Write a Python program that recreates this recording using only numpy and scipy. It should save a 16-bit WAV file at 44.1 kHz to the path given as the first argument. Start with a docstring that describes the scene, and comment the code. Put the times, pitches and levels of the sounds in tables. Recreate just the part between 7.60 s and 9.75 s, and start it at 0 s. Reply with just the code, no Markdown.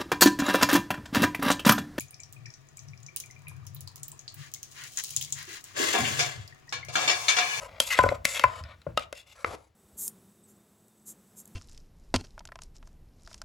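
"""A plastic spoon scrapes and taps in a clay mortar while a heavy pestle pounds the wet salad in it.
Stick-slip friction makes the scraping; impacts excite the damped modes of the clay. The salad cushions
the blows, which thud into the kitchen counter. Last, the spoon claps flat on the wall and slides up it.
A small kitchen reverberates softly over a low rumble; the stereo microphone is close."""
import sys
import numpy as np
from scipy import signal
from scipy.fft import rfft, irfft, next_fast_len
from scipy.io import wavfile
from scipy.ndimage import map_coordinates

SR = 44100
rng = np.random.default_rng(int(sys.argv[2]) if len(sys.argv) > 2 else 0)


def unload_wav(signal):
    """Save mono or channel-first audio to the path in sys.argv[1] as 16-bit WAV at rate SR, clipped to [-1, 1]."""
    wavfile.write(
        sys.argv[1],
        SR,
        np.round(np.clip(np.atleast_2d(signal).T, -1, 1) * 32767).astype(np.int16),
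    )


N = 94815
TIME = np.arange(N) / SR


def amp(db):
    """Amplitude ratio of a level."""
    return 10 ** (np.asarray(db) / 20)

def along(points, hz):
    """Interpolation on a logarithmic frequency axis."""
    f, values = np.transpose(points)
    return np.interp(np.log(hz + 1), np.log(f + 1), values)

def unit(x):
    """Normalisation to rms 1."""
    return x / np.sqrt(np.mean(x ** 2) + 1e-20)

def fade(t, t60):
    """Exponential decay, 60 dB in t60."""
    return np.exp(-np.log(1000) * np.maximum(t, 0) / t60)

def ring(t, hz, t60):
    """Free vibration of one damped mode."""
    return np.sin(2 * np.pi * hz * t) * fade(t, t60)

def struck(t, modes, scatter_db=1):
    """Modal superposition: each mode's strength varies with the point of contact."""
    return sum((-1) ** k * amp(db + scatter_db * rng.normal()) * ring(t, hz, t60)
               for k, (hz, db, t60) in enumerate(modes))

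def filtered(x, response):
    """Filtering as multiplication of the spectrum."""
    n = x.shape[-1]
    size = next_fast_len(n + SR // 10)
    return irfft(rfft(x, size) * response(np.fft.rfftfreq(size, 1 / SR)), size)[..., :n]

def coloured(x, spectrum):
    """Spectral shaping, at rms 1."""
    return unit(filtered(x, lambda hz: amp(along(spectrum, hz))))

def passed(x, hz, kind, order=3):
    """Causal filtering with a maximally flat passband."""
    return signal.sosfilt(signal.butter(order, hz, kind, fs=SR, output="sos"), x)

def bands(x, low_hz=1430, high_hz=4950):
    """A crossover into body, middle and treble."""
    return [passed(x, low_hz, "low"), passed(x, [low_hz, high_hz], "band"), passed(x, high_hz, "high")]

def add(track, start, sound):
    """Superposition from a start time in seconds."""
    part = track[round(start * SR):][:len(sound)]
    part += sound[:len(part)]


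# rumble spectrum: f/Hz, level/dB
RUMBLE_SPECTRUM = [(25, -23.5), (52, -2.5), (85, -2.5), (220, -20.5), (2000, -27.5), (16000, -43.5)]
# rumble envelope: t/s, level/dB
RUMBLE_LEVEL = [(0, -54.5), (1.102, -63), (1.2, -60.5), (2.15, -70)]
def room_rumble():
    """Ambient noise, strongest in the bass, slowly sinks in level."""
    envelope = amp(np.interp(TIME, *np.transpose(RUMBLE_LEVEL)))
    return envelope * coloured(rng.standard_normal(N), RUMBLE_SPECTRUM)


def slips(slips_per_s=2800, spread_db=4, judder_db=3, judder_per_s=130):
    """Stick-slip friction: a dense, juddering train of uneven impulses."""
    judder = amp(judder_db * map_coordinates(rng.standard_normal(N // 20), [TIME * judder_per_s]))
    impulses = (rng.random(N) < slips_per_s / SR) * rng.choice([-1, 1], N)
    return judder * impulses * amp(spread_db * rng.standard_normal(N))

def resonant(x, hz):
    """Forced vibration of one narrow resonance, at rms 1."""
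    return unit(signal.lfilter(*signal.iirpeak(hz, Q=28, fs=SR), x))

def wall(x):
    """Convolution with the dense resonances of one spot on the wall."""
    t = np.arange(SR // 20) / SR
    response = unit(rng.standard_normal(len(t)) * fade(t, t60=0.027)) / np.sqrt(len(t))
    response[0] += 1  # direct sound
    return signal.oaconvolve(x, response / np.linalg.norm(response))[:N]

# friction spectrum on clay: f/Hz, level/dB
GRIT_SPECTRUM = [(380, -14), (560, 11.5), (850, 3.5), (1350, 1), (1750, -3), (2080, 5), (2700, 0),
                 (3900, -3), (6000, -11), (7200, -8), (12300, -14), (15000, -35)]
# scrapes and, at 1.272 s, a low, short after-ring of mortar and room following a knock:
# start t/s, end t/s, body, middle and treble level/dB, resonance f/Hz, its level/dB (all relative)
SCRAPES_AND_AFTER_RING = [(-.02, 0.059, -47.5, -49.5, -53, 1030, -51),
                          (0.076, 0.185, -50, -55.5, -96, 1010, -70.5),
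                          (0.196, 0.309, -55.5, -40.5, -37, 2720, -46),
                          (0.298, 0.344, -59, -28.5, -37, 2065, -32),
                          (0.338, 0.404, -44.5, -39, -47.5, 1310, -42),
                          (0.377, 0.551, -47.5, -47.5, -54.5, 1008, -41.5),
                          (0.643, 0.751, -51, -38, -36, 2100, -44),
                          (0.743, 0.776, -41.5, -30, -36.5, 2635, -35.5),
                          (0.778, 0.848, -42, -40, -48, 2050, -51),
                          (0.859, 1.008, -42.5, -48, -57.5, 1015, -53.5),
                          (1.039, 1.134, -53, -55.5, -77.5, 1456, -56.5),
                          (1.272, 1.32, -52, -76, -80, 330, -56),
                          (1.363, 1.438, -51.5, -47.5, -58.5, 2850, -51.5),
                          (1.544, 1.612, -66.5, -59, -54, 2754, -53.5),
                          (1.66, 1.73, -68, -61.5, -61.5, 2786, -59),
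                          (1.747, 1.831, -58, -60, -59.5, 1350, -60.5),
                          (1.963, 2.076, -71.5, -73, -71.5, 316.5, -79.5)]
def scrapes_and_after_ring(rise_s=0.012, release_t60=0.081):
    """Friction on wet clay gives grit and drives resonances; one low resonance is a knock's after-ring."""
    out, drive = np.zeros(N), slips()
    grit = np.array([unit(band) for band in bands(coloured(slips(), GRIT_SPECTRUM))])
    for start, end, *bands_db, hz, resonance_db in SCRAPES_AND_AFTER_RING:
        progress = np.clip((TIME - start) / (end - start), 0, 1)
        arch = amp(0.5 * np.sin(np.pi * progress) - 1.5)
        envelope = arch * np.clip((TIME - start) / rise_s, 0, 1) * fade(TIME - end, release_t60)
        resonance = resonant(drive, hz) + amp(-4) * resonant(drive, hz * 1.245)
        out += envelope * (wall(amp(bands_db) @ grit) + amp(resonance_db) * resonance)
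    return out


# modes of the filled mortar: f/Hz, level/dB, t60/s
MORTAR_MODES = [(260, -28.5, 0.083), (574.5, -3.5, 0.03), (750, -5.5, 0.015), (1377, -8.5, 0.04),
                (1564, -5.5, 0.011), (2092, -9.5, 0.033), (2537, -7, .025), (2680, -4, 0.018),
                (3827, -15.5, 0.035)]
def clay(t):
    """The mortar's impulse response, a sum of heavily damped modes."""
    return struck(t, MORTAR_MODES, scatter_db=2)

# contact spectrum: f/Hz, level/dB
CRACK_SPECTRUM = [(60, -12), (200, -3.5), (1500, 9), (8000, -2.5), (11500, -3.5), (16000, -26.5)]
def crack(t, t60=0.023):
    """A contact transient: random phases smear it in time while its spectrum stays smooth."""
    burst = rfft(rng.standard_normal(len(t)) * fade(t, t60))
    colour = amp(along(CRACK_SPECTRUM, np.fft.rfftfreq(len(t), 1 / SR)))
    click = irfft(burst / np.abs(burst) * colour, len(t)) * fade(t, 2 * t60)
    return click * np.linalg.norm(fade(t, t60)) / np.linalg.norm(click)

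# taps: t/s, body, middle and treble level/dB, local ring f/Hz, ring level/dB (all relative)
SPOON_TAPS = [(0.2017, -15, -23.5, -7, 3203, -8.5), (.3057, -55, -39, -37.5, 2090, -27),
              (0.389, -10.5, -19.5, -21.5, 1554, -8), (0.4353, -42.5, -31, -26, 1350, -26),
              (0.4895, -19, -24, -35, 2107, -17.5), (0.6526, -24.5, -12.5, -9, 2131, -9.5),
              (.7950, -20, -19, -21.5, 3184, -22), (0.838, -46, -32.5, -22.5, 2320, -15),
              (1.038, -51, -41, -49.5, 5040, -38.5), (1.217, -69, -48.5, -55, 4030, -49.5),
              (1.3747, -18, -18.5, -23, 1276, -21.5), (1.3944, -48, -36.5, -35, 4400, -43),
              (1.5269, -31, -30.5, -30, 3600, -42.5)]
def spoon_taps(ring_t60=0.019):
    """Brief impacts excite a wide band: the mortar, a local ring of spoon and wall, a hollow knock."""
    out, t = np.zeros(N), np.arange(SR // 10) / SR
    for start, body_db, middle_db, treble_db, hz, ring_db in SPOON_TAPS:
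        contact = amp(-1.5) * clay(t) + amp(-2) * crack(t)
        click = amp([body_db, middle_db, treble_db]) @ np.array(bands(contact))
        local = ring(t, hz, ring_t60) + amp(-16.5) * ring(t, hz * 1.9, ring_t60)
        knock = amp(middle_db - 17.5) * ring(t, hz=248, t60=0.022)
        add(out, start, click + amp(ring_db) * local + knock)
    return out


# blows: t/s, level/dB, cutoff f/Hz, pestle ring level/dB, its t60/s, wall clack level/dB (all relative)
PESTLE_BLOWS = [(0.3886, -9.5, 1590, 1.5, 0.099, 1), (0.4365, -17.5, 1400, -9, 0.064, 5.5),
                (.4385, -10.5, 800, -16.5, 0.044, -14), (0.4613, -14, 755, -5.5, 0.045, -16.5),
                (0.5141, -20, 600, -11.5, 0.033, -18), (0.5196, -13.5, 600, -15.5, 0.046, -20.5),
                (0.8385, -12.5, 2000, 10.5, 0.046, -11), (1.266, -20, 840, -22, 0.021, -17.5)]
def pestle(cushion_cycles=0.8, tone_rise_s=0.0016):
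    """Cushioned impact: the softer the salad, the longer the contact and the lower its cutoff."""
    out, t = np.zeros(N), np.arange(SR // 4) / SR
    for start, db, cutoff_hz, ring_db, ring_t60, clack_db in PESTLE_BLOWS:
        onset = 1 - np.exp(-t * cutoff_hz / cushion_cycles)
        contact = (clay(t) + amp(1) * crack(t)) * onset
        contact = passed(contact, cutoff_hz, "low", order=4)
        contact = passed(contact, 0.16 * cutoff_hz, "high")  # harder blows lack bass
        pestle_ring = amp(ring_db) * ring(t, hz=1019.7, t60=ring_t60)
        wall_clack = amp(clack_db) * ring(t, hz=1465, t60=0.037)
        tone = (pestle_ring + wall_clack) * (1 - np.exp(-t / tone_rise_s))
        add(out, start, amp(db) * (amp(5.5) * contact + tone))
    return out


# spectrum of the counter's boom: f/Hz, level/dB
BOOM_SPECTRUM = [(25, -29.5), (45, 0), (85, 6), (1000, -56)]
# thuds: t/s, relative level/dB, f/Hz
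COUNTER_THUDS = [(.391, -28.5, 90.3), (.44, -27.5, 89), (0.842, -38, 111.2), (1.008, -37, 80.5),
                 (1.267, -37, 162.6), (1.861, -44, 81.7)]
def counter(rise_s=0.0029):
    """Structure-borne sound: the mortar's weight thuds into the counter, which booms on."""
    out, t = np.zeros(N), np.arange(SR // 2) / SR
    for start, db, hz in COUNTER_THUDS:
        boom = coloured(rng.standard_normal(len(t)), BOOM_SPECTRUM) * fade(t, t60=0.6)
        thud = ring(t, hz, t60=0.16) + amp(-7.5) * boom
        add(out, start, amp(db + 3.5) * thud * (1 - np.exp(-t / rise_s)))
    return out


# modes rung by the spoon's edge high on the wall: f/Hz, level/dB, t60/s
EDGE_MODES = [(593, 0.5, .018), (1266, 1.5, 0.045), (2785, -5, 0.039), (2940, -12, 0.033),
              (3700, -8.5, 0.021), (5030, -12, .015)]
# modes rung by the spoon's flat back: f/Hz, level/dB, t60/s
CLAP_MODES = [(490, -6, .02), (832, -8.5, 0.014), (1120, -4, 0.014), (1302, -1.5, .024), (2113, -5, 0.016)]
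# envelope of the slide: t/s, relative level/dB
SLIDE_ENVELOPE = [(1.845, -90), (1.86, -44.5), (1.945, -43), (1.974, -61.5), (2.15, -103)]
# friction spectrum of the slide: f/Hz, level/dB
SLIDE_SPECTRUM = [(200, -12.5), (330, -2), (700, 1), (1400, -6), (1700, -13), (3500, -17), (11500, -24),
                  (14000, -50)]
def spoon_lifted(edge_at_s=1.3747, clap_at_s=1.8456):
    """Impact, then friction: the spoon's edge rings the wall, its back claps on it and slides up."""
    out, t = np.zeros(N), np.arange(SR // 10) / SR
    add(out, edge_at_s, amp(-21) * struck(t, EDGE_MODES))
    clap = struck(t, CLAP_MODES) + amp(-8.5) * passed(crack(t), 4540, "low")
    add(out, clap_at_s, amp(-20.5) * clap)
    pressure = amp(np.interp(TIME, *np.transpose(SLIDE_ENVELOPE)))
    return out + pressure * coloured(slips(), SLIDE_SPECTRUM)


def reverberation(x, decay):
    """A diffuse stereo field, each frequency decaying at its own rate."""
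    hz, t, spectra = signal.stft(rng.standard_normal((2, SR // 2)), SR, nperseg=256)
    tail = signal.istft(spectra * fade(t, along(decay, hz)[:, None]), SR, nperseg=256)[1]
    return signal.fftconvolve(x[None], tail / np.linalg.norm(tail[0]), axes=1)[:, :N]

# reverberation time inside the mortar: f/Hz, t60/s
BOWL_DECAY = [(300, 0.18), (10000, 0.01)]
# reverberation time of the kitchen: f/Hz, t60/s
KITCHEN_DECAY = [(100, 0.35), (1000, 0.34), (4000, 0.19), (14000, 0.11)]
def scene():
    """Direct sound superposes with reflections from the bowl and the kitchen."""
    direct = pestle() + spoon_taps() + scrapes_and_after_ring()
    direct = direct + spoon_lifted() + spoon_lifted()  # two coincident layers, heard as one
    rumble = room_rumble()
    bowl = amp(-17.5) * reverberation(passed(direct, 300, "high"), BOWL_DECAY)[0]
    width = bowl * np.array([[1], [-1]])  # antiphase between the channels
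    return direct + width + counter() + rumble + amp(-14.5) * reverberation(direct, KITCHEN_DECAY)


# left port minus right: f/Hz, level/dB
LEVEL_DIFFERENCE = [(80, 0), (300, 7), (600, 3.5), (3000, 5), (8000, 0.5)]
# lead of the left port: f/Hz, phase/rad
PHASE_LEAD = [(1050, 0.12), (1600, 1), (2200, 0.12)]
def record(dry, twist_from_hz=7250, hz_per_turn=3700, top_hz=16800):
    """Level and phase differences between two microphone ports give the stereo image."""
    def ports(hz):
        turns = np.clip((hz - twist_from_hz) / hz_per_turn, 0, 2)  # treble phases twist apart
        lead = along(PHASE_LEAD, hz) - 2 * np.pi * turns
        share = np.array([[0.5], [-0.5]])
        return amp(along(LEVEL_DIFFERENCE, hz) * share) * np.exp(1j * lead * share)
    pair = filtered(dry, ports)
    pair = pair / (1 + np.abs(pair / 0.95) ** 8) ** (1 / 8)  # saturation rounds the peaks
    pair = passed(pair, 36, "high")
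    return filtered(pair, lambda hz: hz < top_hz)


dry = scene()
out = record(dry)
unload_wav(out)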